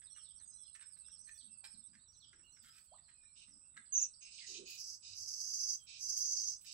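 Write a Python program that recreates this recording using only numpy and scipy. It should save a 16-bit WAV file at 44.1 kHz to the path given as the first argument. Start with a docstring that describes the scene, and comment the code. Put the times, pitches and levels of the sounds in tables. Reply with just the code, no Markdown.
"""Heron chicks in a reed bed

Close by, chicks beg at the nest: hoarse wheezes, one clear peep, then long rasps from the syrinx.
Stems and feathers rustle as they shift. Insects whine near 8 kHz, one rubbing out quick chirps, and
small birds whistle far off over a low rumble. Reeds scatter the calls between two spaced microphones."""
import sys
import numpy as np
from scipy import signal
from scipy.fft import rfft, irfft, next_fast_len
from scipy.io import wavfile
from scipy.ndimage import map_coordinates

SR = 44100
rng = np.random.default_rng(int(sys.argv[2]) if len(sys.argv) > 2 else 0)


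def pcm_store(signal):
    """Save signal as 16-bit PCM."""
    levels = np.round(np.clip(np.atleast_2d(signal), -1, 1) * 32767)
    wavfile.write(sys.argv[1], SR, levels.astype(np.int16).T)


N = 296793


def amp(db):
    """Decibels to gain."""
    return 10 ** (np.asarray(db) / 20)


def unit(x):
    """Scale to rms 1."""
    return x / np.sqrt(np.mean(x ** 2) + 1e-20)


def along(points, hz):
    """Read (freq_hz, value) points on a log frequency axis."""
    freqs, values = np.transpose(points)
    return np.interp(np.log(hz + 1), np.log(freqs + 1), values)


def wobble(rate, size=N):
    """A smooth random curve, rate knots a second."""
    knots = rng.standard_normal(int(size * rate / SR) + 4)
    return map_coordinates(knots, [np.arange(size) * rate / SR])


def filtered(x, response):
    """Pass x through a frequency response."""
    size = x.shape[-1]
    padded = next_fast_len(size + 8192)
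    return irfft(rfft(x, padded) * response(np.fft.rfftfreq(padded, 1 / SR)), padded)[..., :size]


def noise(spectrum, size=N):
    """Two unrelated noises of rms 1, silent outside the spectrum's range."""
    inside = lambda hz: (hz > spectrum[0][0]) & (hz < spectrum[-1][0])
    white = rng.standard_normal((2, size))
    return unit(filtered(white, lambda hz: amp(along(spectrum, hz)) * inside(hz)))


def resonate(x, spectrum):
    """Colour x with a spectrum, silent below its first point, at rms 1."""
    return unit(filtered(x, lambda hz: amp(along(spectrum, hz)) * (hz > spectrum[0][0])))


def uneven(sound, depth_db):
    """Chance resonances: every contact or call gets peaks and dips of its own."""
    knots_hz = np.geomspace(300, 16000, 55)
    ripple = np.column_stack([knots_hz, depth_db * rng.standard_normal(len(knots_hz))])
    return unit(filtered(sound, lambda hz: amp(along(ripple, hz))))


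def sine(hz):
    """A tone that follows a pitch curve."""
    return np.sqrt(2) * np.sin(2 * np.pi * np.cumsum(hz) / SR)


def burst(length, rise, fall):
    """An envelope that swells, holds until length seconds and dies away."""
    t = np.arange(int((length + 6 * fall) * SR)) / SR
    return np.sin(np.pi / 2 * np.minimum(t / rise, 1)) ** 2 * np.exp(-np.maximum(t - length, 0) / fall)


def add(track, start_s, x):
    """Mix x into the track at start_s."""
    start = round(start_s * SR)
    x = x[..., max(-start, 0):max(N - start, 0)]
    track[..., max(start, 0):max(start, 0) + x.shape[-1]] += x


def rightward(x, db):
    """Make x db louder at the right microphone than at the left."""
    return x * amp([[-db / 2], [db / 2]])


def reeds(x, wet_db, t60):
    """The direct sound plus its scatter from the stems, different at each microphone."""
    t = np.arange(SR // 2) / SR
    tail = rng.standard_normal((2, len(t))) * amp(-60 * t / t60) * np.minimum(t / .004, 1)
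    scatter = signal.fftconvolve(np.atleast_2d(x), tail / np.linalg.norm(tail[0]), axes=1)[:, :N]
    return (x + amp(wet_db) * scatter) / np.sqrt(1 + amp(wet_db) ** 2)


# Open air over the reed bed: freq_hz, level_db
AIR_SPECTRUM = [(15, -9.5), (35, -2), (75, 0.5), (150, -6), (260, -14.5), (420, -22.5), (800, -22.5),
                (1380, -16.5), (2000, -32), (3500, -26.5), (7000, -43.5), (15800, -47)]
# How alike that air is at the two microphones: freq_hz, correlation
MIC_LIKENESS = [(60, 0.99), (300, .55), (1000, 0.1), (3000, 0.036)]


def air():
    """Low outdoor rumble that swells unevenly, and the faint patchy hiss of leaves."""
    width = lambda hz: np.arccos(np.clip(along(MIC_LIKENESS, hz), -1, 1)) / 2
    mid, side = filtered(noise(AIR_SPECTRUM), lambda hz: np.array([np.cos(width(hz)), np.sin(width(hz))]))
    rumble = amp(-80 + 1.25 * wobble(4.7)) * unit(np.array([mid + side, mid - side]))
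    leaf_spectrum = [(2000, -9), (2700, -.5), (5200, 0), (7000, -8.5), (9500, -31), (15800, -29.5)]
    leaves = amp(-90 + 1.2 * wobble(4.9)) * noise(leaf_spectrum)
    return rightward(rumble, db=7) + rightward(leaves, db=5)


# Two insects off to the right: time_s, whine_db, trill_db
INSECT_LEVELS = [(0, -69, -67), (1.8, -70, -69), (2.3, -68.5, -79), (2.7, -69.5, -72.5), (3.5, -68, -68.5),
                 (4.5, -67, -67), (4.8, -68, -89.5), (6.73, -65, -72.5)]
# The lower one's whine: freq_hz, level_db
WHINE_SPECTRUM = [(7200, -41), (7560, -22), (7660, 0.5), (7720, -7.5), (7830, 4), (7900, 3), (8000, -2.5),
                  (8130, -1), (8250, -21.5), (8450, -26), (8900, -63)]
# The higher one's trill: freq_hz, level_db
TRILL_SPECTRUM = [(7900, -20.5), (8080, 1), (8200, 2), (8360, 0), (8460, -20), (8850, -38.5)]


def whining_insects():
    """Two unbroken stridulations, each a narrow band of noise that wavers in level."""
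    times, whine_db, trill_db = np.transpose(INSECT_LEVELS)
    t = np.arange(N) / SR
    whine = amp(np.interp(t, times, whine_db) + 2.2 * wobble(40)) * noise(WHINE_SPECTRUM)
    trill = amp(np.interp(t, times, trill_db) + .99 * wobble(30)) * noise(TRILL_SPECTRUM)
    return rightward(whine + trill, db=10.5)


# The ring of an insect's wing: freq_hz, level_db
WING_SPECTRUM = [(7900, -50.5), (8150, -5), (8300, -5), (8400, 16.5), (8520, -7.5), (8640, -35),
                 (8780, -41), (9200, -62)]
# The four wing strokes of one chirp: relative_db
WING_STROKES = [-2, -1.5, -1.5, -2]


def chirping_insect():
    """Hard right, tooth strikes ring a wing in chirps that slow a little each time, then stop."""
    first_s, chirp_gap_s, slowing_s, stroke_gap_s = -.0265, .06203, .000155, .00986
    strokes = np.zeros(N)
    for chirp in range(30):
        start_s = first_s + chirp * (chirp_gap_s + slowing_s * chirp / 2)
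        for k, db in enumerate(WING_STROKES):
            stroke = amp(db + rng.normal(0, .8)) * burst(.006, rise=.0039, fall=.004)
            add(strokes, start_s + k * stroke_gap_s, stroke)
    ring = signal.hilbert(noise(WING_SPECTRUM))
    ring = unit(ring.real / np.sqrt(np.abs(ring) ** 2 + .18))  # even strikes: steadier than hiss
    return rightward(amp(-61) * strokes * ring, db=22)


# A dry stem scraped at close range: freq_hz, level_db
STEM_SPECTRUM = [(300, -32), (800, -26), (1300, -2.5), (1700, 7), (2500, 1), (5000, -3.5), (7000, -4.5),
                 (9500, -14.5), (15800, -24)]


def scrape(length, tilt):
    """One grainy contact with a dry stem; harder ones tilt brighter, in dB per octave."""
    shape = burst(length, rise=.01, fall=.009)
    colour = [(hz, db + tilt * np.log2(hz)) for hz, db in STEM_SPECTRUM]
    grain = amp(3.6 * wobble(445, len(shape)) + 3.04 * wobble(70, len(shape)))
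    return shape * uneven(grain * noise(colour, len(shape))[0], depth_db=4)


# Louder scrapes and bill knocks at the nest: start_s, length_s, level_db, tilt_db_per_octave, right_db
NEST_CONTACTS = [(0.013, 0.0087, -62, 0, 5), (0.156, 0.028, -66.5, -2, -0.5),
                 (0.393, 0.018, -70.5, -11.5, 5), (0.746, 0.016, -59, 0, 5.5), (0.803, 0.029, -61, -3.5, 5),
                 (1.268, 0.027, -63, -1, 4.5), (1.635, 0.027, -55.5, 1, 5),
                 (1.927, 0.031, -69.5, -2.5, 5.5), (2.325, 0.014, -61.5, -5.5, 2),
                 (2.629, 0.062, -65.5, 2, 3), (2.721, 0.063, -66, 3.5, 5), (3.077, 0.039, -71, -3, 5.5),
                 (3.759, 0.027, -58.5, -4.5, 4.5), (4.693, .03, -60, 11.5, 4.5),
                 (6.168, 0.026, -52, 15.5, -0.5), (6.64, 0.0088, -52.5, 7.5, 4.5)]


def rustles():
    """Dry stems knock and scrape as the chicks shift, with lighter fidgets before the rasps begin."""
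    fidget_db, fidget_until_s = -79, 4.2
    scrapes = np.zeros((2, N))
    for start_s, length, db, tilt, right_db in NEST_CONTACTS:
        add(scrapes, start_s, rightward(amp(db) * scrape(length, tilt), right_db))
    for when, strength, hardness in rng.random(size=(12, 3)):
        touch = amp(fidget_db + 7.6 * strength) * scrape(.014, tilt=11 * hardness - 10.5)
        add(scrapes, when * fidget_until_s, rightward(touch, db=4.5))
    return reeds(scrapes, wet_db=-4.5, t60=.31)


def note(length, pitches, db):
    """One glide through three pitches; the steeper a high note slides, the harder it warbles."""
    progress = np.linspace(0, 1, int(length * SR))
    size = len(progress)
    hz = np.polyval(np.polyfit([0, .5, 1], pitches, 2), progress)
    steepness = min(abs(np.log(pitches[-1] / pitches[0])) / length, 6)
    warble_depth = .005 + .006 * steepness * (hz > 2000)
    quaver = 1 + warble_depth * wobble(300, size) + .005 * wobble(35, size)
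    tremor_db = 2.5 * wobble(90, size)
    return amp(db + tremor_db) * signal.windows.tukey(size) * sine(hz * quaver)


# The clearest notes from far off in the reeds: start_s, length_s, start_hz, end_hz, level_db
FAR_NOTES = [(.096, 0.049, 5560, 5780, -69), (.135, .11, 6470, 5000, -68.5),
             (0.147, 0.029, 3030, 2795, -68.5), (0.246, .082, 4320, 3136, -71.5),
             (0.432, .17, 7020, 5640, -68.5), (0.588, 0.095, 5930, 4900, -68.5),
             (0.621, 0.067, 3200, 3410, -75.5), (1.005, 0.11, 2625, 2770, -80),
             (1.034, 0.097, 4570, 6280, -69), (1.118, .06, 5720, 5150, -64.5),
             (1.181, 0.083, 5770, 6420, -66), (1.291, 0.085, 6640, 5520, -67.5),
             (1.366, 0.067, 5450, 2870, -66), (1.468, 0.13, 2734, 2627, -80),
             (1.632, 0.058, 5050, 5340, -65.5), (1.72, 0.041, 5950, 3910, -63.5),
             (1.835, 0.047, 3670, 3970, -78.5), (2.076, 0.039, 5720, 5680, -65.5),
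             (2.123, .069, 6570, 5350, -69), (2.193, .07, 4800, 2766, -67), (2.208, 0.091, 6370, 4550, -72),
             (2.422, .06, 2660, 2893, -73), (2.501, 0.12, 6430, 4850, -71),
             (2.686, 0.065, 4800, 5390, -66.5), (2.904, 0.098, 5250, 3420, -77.5),
             (3.016, 0.14, 4700, 3900, -79), (3.095, 0.27, 2600, 2330, -82), (3.207, 0.14, 3600, 4400, -81),
             (3.484, 0.071, 6520, 4730, -72), (3.609, 0.069, 2550, 2700, -77.5),
             (3.855, 0.016, 5340, 4120, -68), (4.131, 0.02, 5840, 4280, -61.5),
             (5.777, 0.07, 3470, 3090, -71.5)]


def far_birds():
    """Whistled glides smeared by the reeds, a fainter twitter that dies down, and one low rising whoop."""
    bend = .6  # share of a glide done by its middle
    twitter_db, fade_db_per_s, twitter_notes = -73.5, 3, 150
    song, twitter, whoop = np.zeros((3, N))
    for start_s, length, start_hz, end_hz, db in FAR_NOTES:
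        middle_hz = start_hz + bend * (end_hz - start_hz)
        add(song, start_s, note(length, [start_hz, middle_hz, end_hz], db))
    for k, (when, height, slide, size) in enumerate(rng.random(size=(twitter_notes, 4))):
        start_s = (k + when) / twitter_notes * N / SR
        hz = 3200 + 2700 * height
        fall = .32 * slide - .1  # most notes slide down
        pitches = [hz * (1 + fall), hz, hz * (1 - fall)]
        add(twitter, start_s, note(.03 + .05 * size, pitches, twitter_db - fade_db_per_s * start_s))
    add(whoop, 2.912, note(.043, [540, 820, 1400], db=-66))
    song = reeds(song, wet_db=2.5, t60=.38)
    twitter = reeds(twitter, wet_db=2.5, t60=.17)
    whoop = reeds(whoop, wet_db=-3, t60=.3)
    return rightward(song + twitter + whoop, db=8.5)


# The birds treading and leaning on the nest, a parent among them from 4.6 s: start_s, length_s, level_db
FOOTFALLS = [(0.869, 0.06, -78), (1.319, 0.039, -75.5), (2.09, 0.027, -81), (2.42, 0.033, -78),
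             (2.612, 0.028, -66), (2.748, 0.044, -75), (4.645, 0.11, -61.5), (5.061, 0.72, -72),
             (6.046, 0.62, -71), (6.65, .1, -69.5)]


def crackle():
    """Dry nest material snaps underfoot in many tiny clicks of very unequal size."""
    clicks_per_s = 350
    load = np.zeros(N)
    for start_s, length, db in FOOTFALLS:
        add(load, start_s, amp(db) * burst(length, rise=.031, fall=.064))
    clicks = (rng.random(N) < clicks_per_s / SR) * amp(12 * np.minimum(rng.standard_normal(N), 2))
    dry_reed = [(1200, -51), (2500, -6), (5000, -3.5), (7000, -3.5), (9000, -12.5), (12000, -4.5),
                (15800, -3.5)]
    snaps = load * amp(1.3 * wobble(15)) * resonate(clicks, dry_reed)
    return rightward(reeds(snaps, wet_db=13.5, t60=.1), db=1)


# Wings and bodies bumping in the nest: start_s, length_s, centre_hz, level_db
FEATHER_PUFFS = [(1.42, 0.096, 217, -76.5), (1.632, 0.015, 880, -73), (1.736, 0.049, 223, -73),
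                 (1.882, 0.094, 200, -76), (2.332, .11, 338, -81.5), (2.621, 0.053, 232, -82.5),
                 (3.473, 0.092, 240, -76.5), (3.744, 0.04, 230, -74), (4.485, 0.17, 386, -70.5),
                 (4.581, 0.049, 381, -61), (5.081, 0.16, 93, -74), (5.546, .12, 338, -83.5),
                 (6.039, 0.063, 328, -86), (6.19, 0.02, 530, -80.5)]


def feathers():
    """Ruffled feathers push soft, low puffs of air."""
    puffs = np.zeros(N)
    for start_s, length, hz, db in FEATHER_PUFFS:
        shape = burst(length, rise=.006, fall=.028)
        colour = [(hz / 3, -22), (hz / 1.11, -4), (hz, 0), (hz * 1.105, -6), (hz * 1.6, -22)]
        add(puffs, start_s, amp(db) * shape * noise(colour, len(shape))[0])
    return rightward(reeds(puffs, wet_db=-11, t60=.21), db=8)


# Wheezes from the nest: start_s, length_s, level_db, tilt_db_per_octave
WHEEZE_CALLS = [(3.346, .09, -64.5, -2.5), (3.919, 0.12, -65, -6.5), (4.202, 0.085, -61, -7),
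                (4.299, 0.15, -57, 6.5), (4.448, 0.13, -51.5, 9), (4.643, .12, -53, 4.5),
                (5.013, .13, -55, 8), (5.858, .12, -56, 0), (6.643, 0.15, -53, 6)]
# Resonances of the open bill: freq_hz, level_db
BILL_SPECTRUM = [(1500, -38), (2100, -17.5), (2480, 8), (2950, 6.5), (3380, -9), (3720, 6.5), (4500, 1.5),
                 (4850, 9.5), (5350, 6), (5750, 2.5), (7000, -2), (7500, -21), (9500, -22), (14000, -72.5)]
# Squeaks within the wheezes: start_s, length_s, pitch_hz, swing_hz, warble_hz, level_db
SQUEAK_CALLS = [(4.203, 0.051, 6340, 79, 19, -58.5), (4.246, 0.027, 4980, 496, 28, -59),
                (4.369, 0.05, 3614, 1144, 39.5, -56), (4.399, 0.065, 2027, 127, 12.84, -63.5),
                (4.526, 0.068, 3332, 903, 27, -56.5)]


def wheezes():
    """Hoarse, voiceless calls through an open bill, some breaking into a warbled squeak."""
    hiss, squeaks = np.zeros((2, N)), np.zeros(N)
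    for start_s, length, db, tilt in WHEEZE_CALLS:
        colour = [(hz, level + tilt * np.log2(hz)) for hz, level in BILL_SPECTRUM]
        shape = burst(length, rise=.031, fall=.022)
        gain = amp(db + .78 * wobble(109.5, len(shape))) * shape
        add(hiss, start_s, gain * uneven(noise(colour, len(shape)), depth_db=3))
    for start_s, length, hz, swing_hz, warble_hz, db in SQUEAK_CALLS:
        t = np.arange(int(length * SR)) / SR
        pitch = hz + swing_hz * np.sin(2 * np.pi * warble_hz * t) + 110 * wobble(943, len(t))
        add(squeaks, start_s, amp(db) * signal.windows.tukey(len(t)) * sine(pitch))
    return rightward(reeds(hiss, wet_db=-5.5, t60=.25) + reeds(squeaks, wet_db=-2, t60=.35), db=7.5)


# Three slides of one close peep: start_s, length_s, top_hz, bottom_hz, crest_fraction, level_db
PEEP_SLIDES = [(3.921, 0.048, 6510, 5980, 0.89, -29), (3.963, 0.05, 6667, 5700, 0.16, -31),
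               (4.005, 0.044, 6980, 5790, 0.42, -32)]


def peep():
    """A whistle that slides down and flips back up twice, beating against its own scatter."""
    swell_db = 16  # lost per slide length away from the crest
    voice = np.zeros(N)
    for start_s, length, top_hz, bottom_hz, crest, db in PEEP_SLIDES:
        progress = np.linspace(0, 1, int(length * SR))
        hz = top_hz + (bottom_hz - top_hz) * np.sin(np.pi / 2 * progress) ** 2
        hz *= 1 + .005 * wobble(500, len(hz))
        shape = amp(db - swell_db * abs(progress - crest)) * signal.windows.tukey(len(hz), .15)
        add(voice, start_s, shape * (sine(hz) + amp(-50) * sine(2 * hz)))
    return rightward(reeds(voice, wet_db=.5, t60=.13), db=5.5)


# Close begging rasps: start_s, length_s, crest_after_s, buzz_db, whistle_db (before a 2.5 dB trim),
# crest_roughness
BEGGING_CALLS = [(4.455, 0.063, 0.036, -57.5, -56, 0.86), (4.755, .195, .085, -49.5, -53.5, 0.61),
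                 (5.134, .605, .57, -45, -38.5, 0.61), (5.972, 0.56, .32, -44.5, -35.5, .3)]


def effort():
    """Each rasp swells and clears up to its crest of effort, then fades."""
    onset_rough, buzz_db_per_s, whistle_db_per_s = .9, 11, 28
    buzz_gain, whistle_gain, rough, past_crest_s = np.zeros((4, N))
    for start_s, length, crest_s, buzz_db, whistle_db, crest_rough in BEGGING_CALLS:
        shape = burst(length, rise=.053, fall=.023)
        t = np.arange(len(shape)) / SR
        add(buzz_gain, start_s, shape * amp(buzz_db - buzz_db_per_s * abs(t - crest_s)))
        add(whistle_gain, start_s, shape * amp(whistle_db - whistle_db_per_s * abs(t - crest_s)))
        add(rough, start_s, onset_rough + (crest_rough - onset_rough) * np.minimum(t / crest_s, 1) ** 2)
        add(past_crest_s, start_s, np.maximum(t - crest_s, 0))
    return buzz_gain, whistle_gain, np.clip(rough, 0, 1), past_crest_s


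# Resonances of a chick's throat: freq_hz, level_db
THROAT_SPECTRUM = [(3400, -56), (4150, -25), (4500, -12), (4750, -3), (5150, -1), (5600, -1.5), (6200, -4),
                   (6700, -12), (7400, -17), (7950, -16.5), (8600, -39.5), (10000, -19), (11900, -20),
                   (12700, -45), (15800, -44)]


def rasps():
    """The syrinx buzzes in uneven pulses through the throat; with effort a shaky whistle rises out."""
    buzz_gain, whistle_gain, rough, past_crest_s = effort()
    pulse_hz = 441 - 95 * past_crest_s  # both pitches sag after the crest
    whistle_hz = 6183 - 200 * past_crest_s
    flutter = unit(amp(wobble(25) + 1.6 * wobble(85) + 1.2 * wobble(450)))
    jitter = 1 + rough * (.018 * wobble(40) + .028 * wobble(400))
    cycles = np.cumsum(pulse_hz * jitter) / SR
    pulses = np.exp(-((cycles % 1 - .5) / .012) ** 2)
    buzz = unit(reeds(resonate(pulses, THROAT_SPECTRUM), wet_db=1, t60=.15))
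    voice = np.sqrt(1 - rough ** 2) * buzz + rough * noise(THROAT_SPECTRUM)
    shake = 1 + .012 * wobble(110) + .022 * wobble(1300)
    whistle = amp(-2.5) * whistle_gain * sine(whistle_hz * shake)
    whistle = reeds(flutter * whistle, wet_db=7, t60=.078)
    return rightward(flutter * buzz_gain * voice, db=7) + rightward(whistle, db=4.5)


# How far the nest's sound lags at the left microphone: freq_hz, lag_rad
LEFT_MIC_LAG = [(60, .05), (370, 1.13), (1500, 1.25), (6000, 1.49)]


def scene():
    """The nest lies close by, nearer the right microphone; insects and birds are all around it."""
    nest = peep() + rasps() + wheezes() + rustles() + feathers() + crackle()
    nest = filtered(nest, lambda hz: np.exp(.5j * along(LEFT_MIC_LAG, hz) * np.array([[-1], [1]])))
    return nest + far_birds() + whining_insects() + chirping_insect() + air()


def record(dry):
    """The camera keeps nothing above its band limit."""
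    return filtered(dry, lambda hz: hz < 15800)


dry = scene()
out = record(dry)
pcm_store(out)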